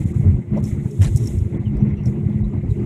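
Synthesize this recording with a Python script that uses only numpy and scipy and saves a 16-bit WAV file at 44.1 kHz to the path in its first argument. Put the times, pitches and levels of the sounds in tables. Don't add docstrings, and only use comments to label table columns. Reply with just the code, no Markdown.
import sys
import numpy as np
from scipy import signal
from scipy.fft import rfft, irfft, next_fast_len
from scipy.io import wavfile

SR = 44100
rng = np.random.default_rng(int(sys.argv[2]) if len(sys.argv) > 2 else 0)


def amplitude_ratio(level_db):
    exponent = np.asarray(level_db, float) / 20
    return 10 ** exponent


def waveform_to_disk(signal):
    frames = np.transpose(np.atleast_2d(signal))
    scaled = np.clip(frames, -1, 1) * 32767
    samples = np.round(scaled).astype(np.int16)
    wavfile.write(sys.argv[1], SR, samples)


N = 125685
TIME = np.arange(N) / SR


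def rms_one(x):
    return x / np.sqrt(np.mean(x ** 2) + 1e-20)


def in_time(rows):
    s, *columns = np.transpose(rows)
    return [np.interp(TIME, s, column) for column in columns]


def drift(rate):
    hop = 40
    r = np.exp(-2 * np.pi * rate * hop / SR)
    noise = rng.standard_normal(N // hop + 2002)
    slow = signal.lfilter([1], [1, -2 * r, r * r], noise)[2000:]
    return np.interp(np.arange(N) / hop, np.arange(len(slow)), rms_one(slow))


def swell(start, length, rise):
    u = np.clip((TIME - start) / length, 0, 1)
    rise = np.clip(rise, .05, .95)
    return np.sin(np.pi / 2 * np.minimum(u / rise, (1 - u) / (1 - rise))) ** 2


def resonate(x, hz, width_hz):
    r = np.exp(-np.pi * width_hz / SR)
    gain = (1 - r * r) / 2
    return signal.lfilter([gain, 0, -gain], [1, -2 * r * np.cos(2 * np.pi * hz / SR), r * r], x + 1e-18)


def humming_noise(hz, width_hz):
    noise = rng.standard_normal(2 * N)
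    return rms_one(resonate(resonate(noise, hz, width_hz), hz, width_hz)[N:])


def filtered(x, order, hz, kind):
    return signal.sosfilt(signal.butter(order, hz, kind, fs=SR, output="sos"), x)


def coloured(spectrum, patchy_db, rate):
    hz, db = np.transpose(spectrum)
    size = next_fast_len(N)
    freqs = np.arange(size // 2 + 1) * SR / size + 1e-3
    colour_db = np.interp(np.log(freqs), np.log(hz), db, left=-90, right=-90)
    shaped = rfft(rng.standard_normal(size)) * amplitude_ratio(colour_db)
    place = 4 * np.log2(freqs / hz[0])
    together = drift(rate / 2)
    out = np.zeros(N)
    for k in range(int(4 * np.log2(hz[-1] / hz[0])) + 2):
        window = np.cos(np.pi / 2 * np.clip(place - k, -1, 1)) ** 2
        band = irfft(shaped * window, size)[:N]
        out += band * amplitude_ratio(patchy_db * (0.37 * together + drift(rate)))
    return rms_one(out)


# (time [s], level [dB])
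SHAKING = [(0.0, -35.5), (0.52, -38), (0.54, -30), (0.68, -35), (1.02, -36), (1.03, -31), (1.11, -35.5),
           (1.72, -34), (1.85, -33), (1.88, -28), (1.91, -37.5), (2.17, -31.5), (2.23, -36), (2.29, -33),
           (2.52, -39), (2.54, -31), (2.73, -38), (2.85, -32)]


def shaking_level():
    return in_time(SHAKING)[0]


# (time [s], level [dB])
ROUGHNESS = [(0, 8), (.1, 1.5), (.35, 12), (.43, -14.5), (.5, 4), (.86, -1.5), (.95, -7.5), (1.08, -4),
             (1.24, 1.5), (1.32, 3), (1.38, -6.5), (1.7, 1.5), (2.02, 1.5), (2.18, -2), (2.26, 2),
             (2.5, -3), (2.7, 8), (2.75, 3)]


def rolling_level():
    return in_time(ROUGHNESS)[0]


# (start [s], length [s], depth [dB])
SMOOTH_STRETCHES = [
    (0.862, 0.098, -3),
    (1.304, 0.041, -3),
    (2.464, 0.063, -1.5),
    (2.602, 0.034, -14.5),
    (2.72, 0.045, -7),
]


def airframe_unevenness():
    lull_db = sum(db * swell(s, length, 0.58) for s, length, db in SMOOTH_STRETCHES)
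    return amplitude_ratio(1.6 * drift(11.9) + lull_db)


# (frequency [Hz], level [dB per Hz])
AIR_COLOUR = [(760, -32.5), (1300, -14.5), (1790, -18), (2140, -11.5), (2520, -5.5), (3480, -15.5),
              (4200, -16.5), (6100, -28), (15500, -40)]


def ventilation_air(stir_db):
    cavity = amplitude_ratio(-58.5 + 3.2 * drift(16)) * humming_noise(2045, 420)
    hiss = amplitude_ratio(-64) * coloured(AIR_COLOUR, patchy_db=3.0, rate=20)
    return amplitude_ratio(0.61 * (stir_db - stir_db.mean())) * (hiss + cavity)


# (frequency [Hz], level [dB per Hz])
ROAR_COLOUR = [(110, -47.5), (180, -6.5), (211, -6.5), (241, -10.5), (351, -14.5), (378, -18.5), (535, -28),
               (1060, -39), (1700, -47.5), (2210, -85.5), (3740, -120)]


def engine_roar(shake_db, roll_db):
    return amplitude_ratio(shake_db + 0.22 * roll_db + 2.5) * coloured(ROAR_COLOUR, patchy_db=4.0, rate=40)


# (frequency [Hz], width [Hz], level [dB])
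WEAK_HUMS = [
    (275, 16, -53),
    (140.2, 43, -27.5),
]


def weak_hums():
    return sum(amplitude_ratio(db) * humming_noise(hz, width_hz) for hz, width_hz, db in WEAK_HUMS)


# (time [s], gear tone level [dB], upper tone level [dB])
SECOND_ENGINE = [(0.0, -40, -60), (0.31, -44, -42.5), (0.42, -44, -64), (0.46, -39.5, -49),
                 (0.79, -40, -61), (0.92, -38.5, -33.5), (0.97, -34, -39), (1.42, -44, -45),
                 (1.5, -33.5, -41), (1.67, -45, -55.5), (1.82, -41, -40.5), (2.09, -37, -53.5),
                 (2.14, -34, -38), (2.48, -39.5, -58.5), (2.51, -41, -42.5), (2.64, -31, -61.5),
                 (2.67, -43.5, -42), (2.85, -30.5, -37.5)]


def second_engine():
    gear_db, upper_db = in_time(SECOND_ENGINE)
    gear = np.sin(2 * np.pi * np.cumsum(347.7 + 2 * drift(6.3)) / SR)
    return amplitude_ratio(gear_db + 1.5) * gear + amplitude_ratio(upper_db - 1.5) * humming_noise(412.8, 23)


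# (time [s], level [dB])
SHAFT_LEVEL = [(0, -28.5), (.25, -36.5), (.3, -24.5), (.44, -52), (.54, -22), (.67, -26), (.75, -33),
               (1.13, -35.5), (1.6, -33), (1.72, -22), (1.77, -44), (1.83, -15.5), (1.97, -36),
               (2.1, -25.5), (2.19, -29), (2.3, -22), (2.76, -36), (2.82, -25.5)]


def shaft_hum():
    db, = in_time(SHAFT_LEVEL)
    pitch_hz = 206.8 + 2.184 * drift(10.0)
    return np.sqrt(2) * amplitude_ratio(db) * np.sin(2 * np.pi * np.cumsum(pitch_hz) / SR)


# (time [s], level [dB])
RUSTLE_LEVEL = [(0, -54), (.2, -59.5), (.38, -68.5), (.52, -73.5), (.68, -49.5), (.78, -62), (1.0, -55),
                (1.17, -51.5), (1.3, -50), (1.45, -62.5), (1.62, -69.5), (2.04, -75.5), (2.065, -56),
                (2.17, -70.5), (2.4, -69.5), (2.68, -74), (2.705, -61.5), (2.8, -67.5)]
# (frequency [Hz], level [dB per Hz])
CLOTH_COLOUR = [(2470, -48.5), (4200, -13.5), (4510, -37.5), (5030, -12), (6760, 3.5), (7790, 3),
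                (9380, -3), (11900, -7), (15500, -22)]


def fabric_rustle():
    db, = in_time(RUSTLE_LEVEL)
    bright = coloured(CLOTH_COLOUR, patchy_db=1.0, rate=15)
    dull = amplitude_ratio(-8) * rms_one(resonate(rng.standard_normal(N), 3510, 1100))
    return amplitude_ratio(db) * (bright + dull)


# (start [s], length [s], pitch [Hz], glide [Hz], level [dB])
RUBS = [(1.542, .02, 3600, -500, -58), (1.644, .055, 3150, -450, -54), (1.965, .055, 2700, 200, -57),
        (2.432, .035, 3880, -30, -58), (2.692, .045, 4000, -200, -59), (1.055, .03, 4200, 30, -46),
        (1.785, .06, 5850, 0, -69), (1.86, .09, 5850, 0, -73), (1.96, .04, 5850, 0, -70),
        (2.0, .03, 5800, 0, -73), (1.75, .04, 4700, 50, -69), (2.055, .025, 4300, -100, -66),
        (2.67, .07, 4750, 0, -70), (2.78, .05, 4750, -50, -70), (2.56, .05, 3900, 0, -70),
        (2.055, .035, 5500, -200, -57), (1.17, .1, 5600, 0, -58)]


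def trim_squeaks():
    blur_width_hz = 260
    steady, sideways = filtered(rng.standard_normal((2, N)), 2, blur_width_hz / 2, "low")
    steady, sideways = .6 + rms_one(steady), rms_one(sideways)
    out = np.zeros(N)
    for s, length, hz, glide_hz, db in RUBS:
        age = TIME - s
        phase = 2 * np.pi * age * (hz + glide_hz * age / length / 2)
        tone = steady * np.sin(phase) + sideways * np.cos(phase)
        out += amplitude_ratio(db) * swell(s, length * 1.1, .3) * tone
    return out


# (time [s], peak level [dB], brightness [dB])
TICKS = [(0.572, -33.5, -22), (0.663, -42, -5), (1.174, -36, 9.5), (1.232, -43.5, 3.5), (0.6389, -22.5, -7),
         (0.6514, -26, -20), (0.6754, -47, -9), (0.687, -33, -6), (0.9103, -33.5, -3.5), (1.1602, -22, 2.5),
         (1.17, -25, 4.5), (1.2084, -42, 1), (1.237, -24.5, -19.5), (1.2574, -26, -23), (1.272, -16.5, -6),
         (1.3854, -33.5, -5), (1.769, -42, -1.5), (2.034, -39, -33.5), (2.056, -22.5, -26)]


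def trim_ticks():
    rattle, crack = np.zeros(N), np.zeros(N)
    for s, db, bright_db in TICKS:
        age = np.maximum(TIME - s, 0)
        rattle += amplitude_ratio(db) * np.tanh(age / 0.0013) * np.exp(-age / 0.0045)
        tail = 0.4 * np.exp(-age / 0.0081)
        snap = 4 * amplitude_ratio(-6) * np.exp(-age / 0.001)
        crack += amplitude_ratio(db + bright_db) * np.tanh(age * 1500) * (tail + snap)
    ring = 5 * resonate(rattle * rng.standard_normal(N), 5530, 340)
    bright = filtered(crack * rng.standard_normal(N), 1, [5600, 9000], "band")
    return filtered(amplitude_ratio(-11) * ring + amplitude_ratio(-5.5) * bright, 4, 5000, "high")


# (time [s], level [dB])
SCUFF_LEVEL = [(1.005, -49), (1.021, -32.5), (1.04, -31.5), (1.062, -35), (1.08, -34.5), (1.11, -43)]
# (frequency [Hz], level [dB per Hz])
SCUFF_COLOUR = [(400, -2.5), (594, -4), (1000, -17), (1900, -12.5), (3000, -13.5), (4900, -17),
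                (8360, -16.5), (15500, -37)]


def scuff():
    db, = in_time(SCUFF_LEVEL)
    start, end = SCUFF_LEVEL[0][0], SCUFF_LEVEL[-1][0]
    gate = np.sqrt(swell(start, end - start, 0.044))
    return amplitude_ratio(db + 3.0 * drift(150)) * gate * coloured(SCUFF_COLOUR, patchy_db=2.8, rate=40)


# (frequency [Hz], width [Hz], level [dB])
PANEL = [
    (607, 89, 1.5),
    (288, 152, 3),
    (430, 120, -6.5),
    (875, 260, -10),
    (1180, 160, -14.5),
]


def knock():
    start_s, length_s, level_db = .558, .04, -30.5
    push = rng.standard_normal(N)
    body = np.zeros(N)
    for k, (hz, width_hz, db) in enumerate(PANEL):
        sign = (-1) ** k
        body += sign * amplitude_ratio(db) * rms_one(resonate(push, hz, width_hz))
    return amplitude_ratio(level_db) * swell(start_s, length_s, .42) * body


# (frequency [Hz], level [dB per Hz])
RUMBLE_COLOUR = [(13, -52), (22, -4.5), (92, 10), (140, 3), (177, -16.5), (209, -14.5), (223, -17.5),
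                 (237, -20), (260, -30), (340, -62.5), (570, -120)]


def rolling_rumble(roll_db):
    return amplitude_ratio(roll_db - 28) * coloured(RUMBLE_COLOUR, patchy_db=6.5, rate=13.0)


# (start [s], length [s], level [dB], pitch [Hz])
JOLTS = [(0.147, 0.038, -14.5, 101.5), (0.24, 0.1, -9.5, 91.2), (0.72, 0.024, -13, 103),
         (0.977, 0.081, -9, 96.2), (1.103, 0.056, -17.5, 95), (1.361, 0.047, -15.5, 89.7),
         (1.409, 0.025, -12, 92), (1.81, 0.039, -12.5, 129), (2.256, 0.021, -11, 120.4),
         (2.353, 0.022, -14, 108.4), (2.399, 0.03, -14.5, 103), (2.531, 0.056, -16, 110.9),
         (2.687, 0.017, -15.5, 101)]
# (start [s], length [s], level [dB], pitch [Hz])
THUDS = [
    (1.05, 0.064, -19.5, 46.4),
    (1.192, 0.065, -17.5, 119),
    (1.735, 0.078, -19.5, 57),
    (1.909, 0.053, -18.5, 88.6),
    (2.394, 0.12, -20.5, 49.5),
    (2.794, 0.055, -23, 113),
    (0.849, 0.022, -14, 128),
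    (2.635, 0.032, -22, 88),
]
# (start [s], length [s], level [dB], pitch [Hz])
BUMPS = [(.004, 0.01, -14.5, 133), (.05, 0.017, -12.5, 132), (.19, 0.021, -13.5, 126.5),
         (0.512, 0.036, -21.5, 121.6), (.545, 0.082, -22.5, 155), (.613, .05, -20.5, 115),
         (.775, 0.023, -19, 111), (1.045, 0.038, -20, 140.5), (1.143, 0.026, -10, 105.6),
         (1.235, 0.045, -24.5, 108), (1.34, 0.026, -15.5, 85), (1.445, 0.044, -20.5, 104),
         (1.519, 0.04, -21.5, 115), (1.585, 0.043, -22.5, 109.5), (1.65, 0.046, -28, 128),
         (1.853, 0.056, -19.5, 128), (2.064, 0.035, -18, 124), (2.224, 0.035, -19, 108),
         (2.3, 0.024, -22, 121), (2.56, .05, -21.5, 142.7), (2.705, 0.028, -19, 102),
         (2.765, 0.043, -27, 133)]


def wheel_jolts():
    stretch, sag, trim_db = 0.97, 0.094, 5
    out = np.zeros(N)
    for s, length, db, hz in JOLTS + THUDS + BUMPS:
        span = length * stretch
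        age = TIME - s
        turns = hz * age * (1 + sag * (.5 - age / span / 2)) + rng.random()
        envelope = swell(s - (span - length) / 2, span, 0.45)
        out += amplitude_ratio(db + trim_db) * envelope * np.sin(2 * np.pi * turns)
    return out


def scene():
    shake_db, roll_db = shaking_level(), rolling_level()
    hums = amplitude_ratio(0.25 * roll_db) * (weak_hums() + second_engine() + shaft_hum())
    through_airframe = hums + engine_roar(shake_db, roll_db) + rolling_rumble(roll_db)
    mix = airframe_unevenness() * through_airframe
    mix += ventilation_air(shake_db + 0.49 * roll_db)
    mix += fabric_rustle() + trim_squeaks() + trim_ticks() + scuff() + knock()
    mix += wheel_jolts()
    return mix[None]


# (start [s], length [s], depth [dB])
TREBLE_GAPS = [
    (.042, .018, -18),
    (.123, .02, -12),
    (.607, .02, -12),
    (1.576, .022, -16),
    (2.425, .018, -12),
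]


def treble_gaps(x):
    gap = sum((1 - amplitude_ratio(db)) * swell(s, length, .5) ** .15 for s, length, db in TREBLE_GAPS)
    treble = signal.sosfiltfilt(signal.butter(4, 2600, "high", fs=SR, output="sos"), x)
    return x - gap * treble


def roll_off(x):
    return signal.sosfilt(signal.butter(12, 15710, fs=SR, output="sos"), x)


def record(dry):
    x = filtered(dry, 2, 36, "high")
    x = x - 0.54 * resonate(x, 4540, 720)
    x = signal.sosfilt(signal.cheby2(12, 60, 16300, fs=SR, output="sos"), x)
    x = treble_gaps(x)
    edge = np.minimum(np.arange(N) + 30, N + 10 - np.arange(N)) / 150
    return roll_off(x * np.minimum(edge, 1))


dry = scene()
out = record(dry)
waveform_to_disk(out)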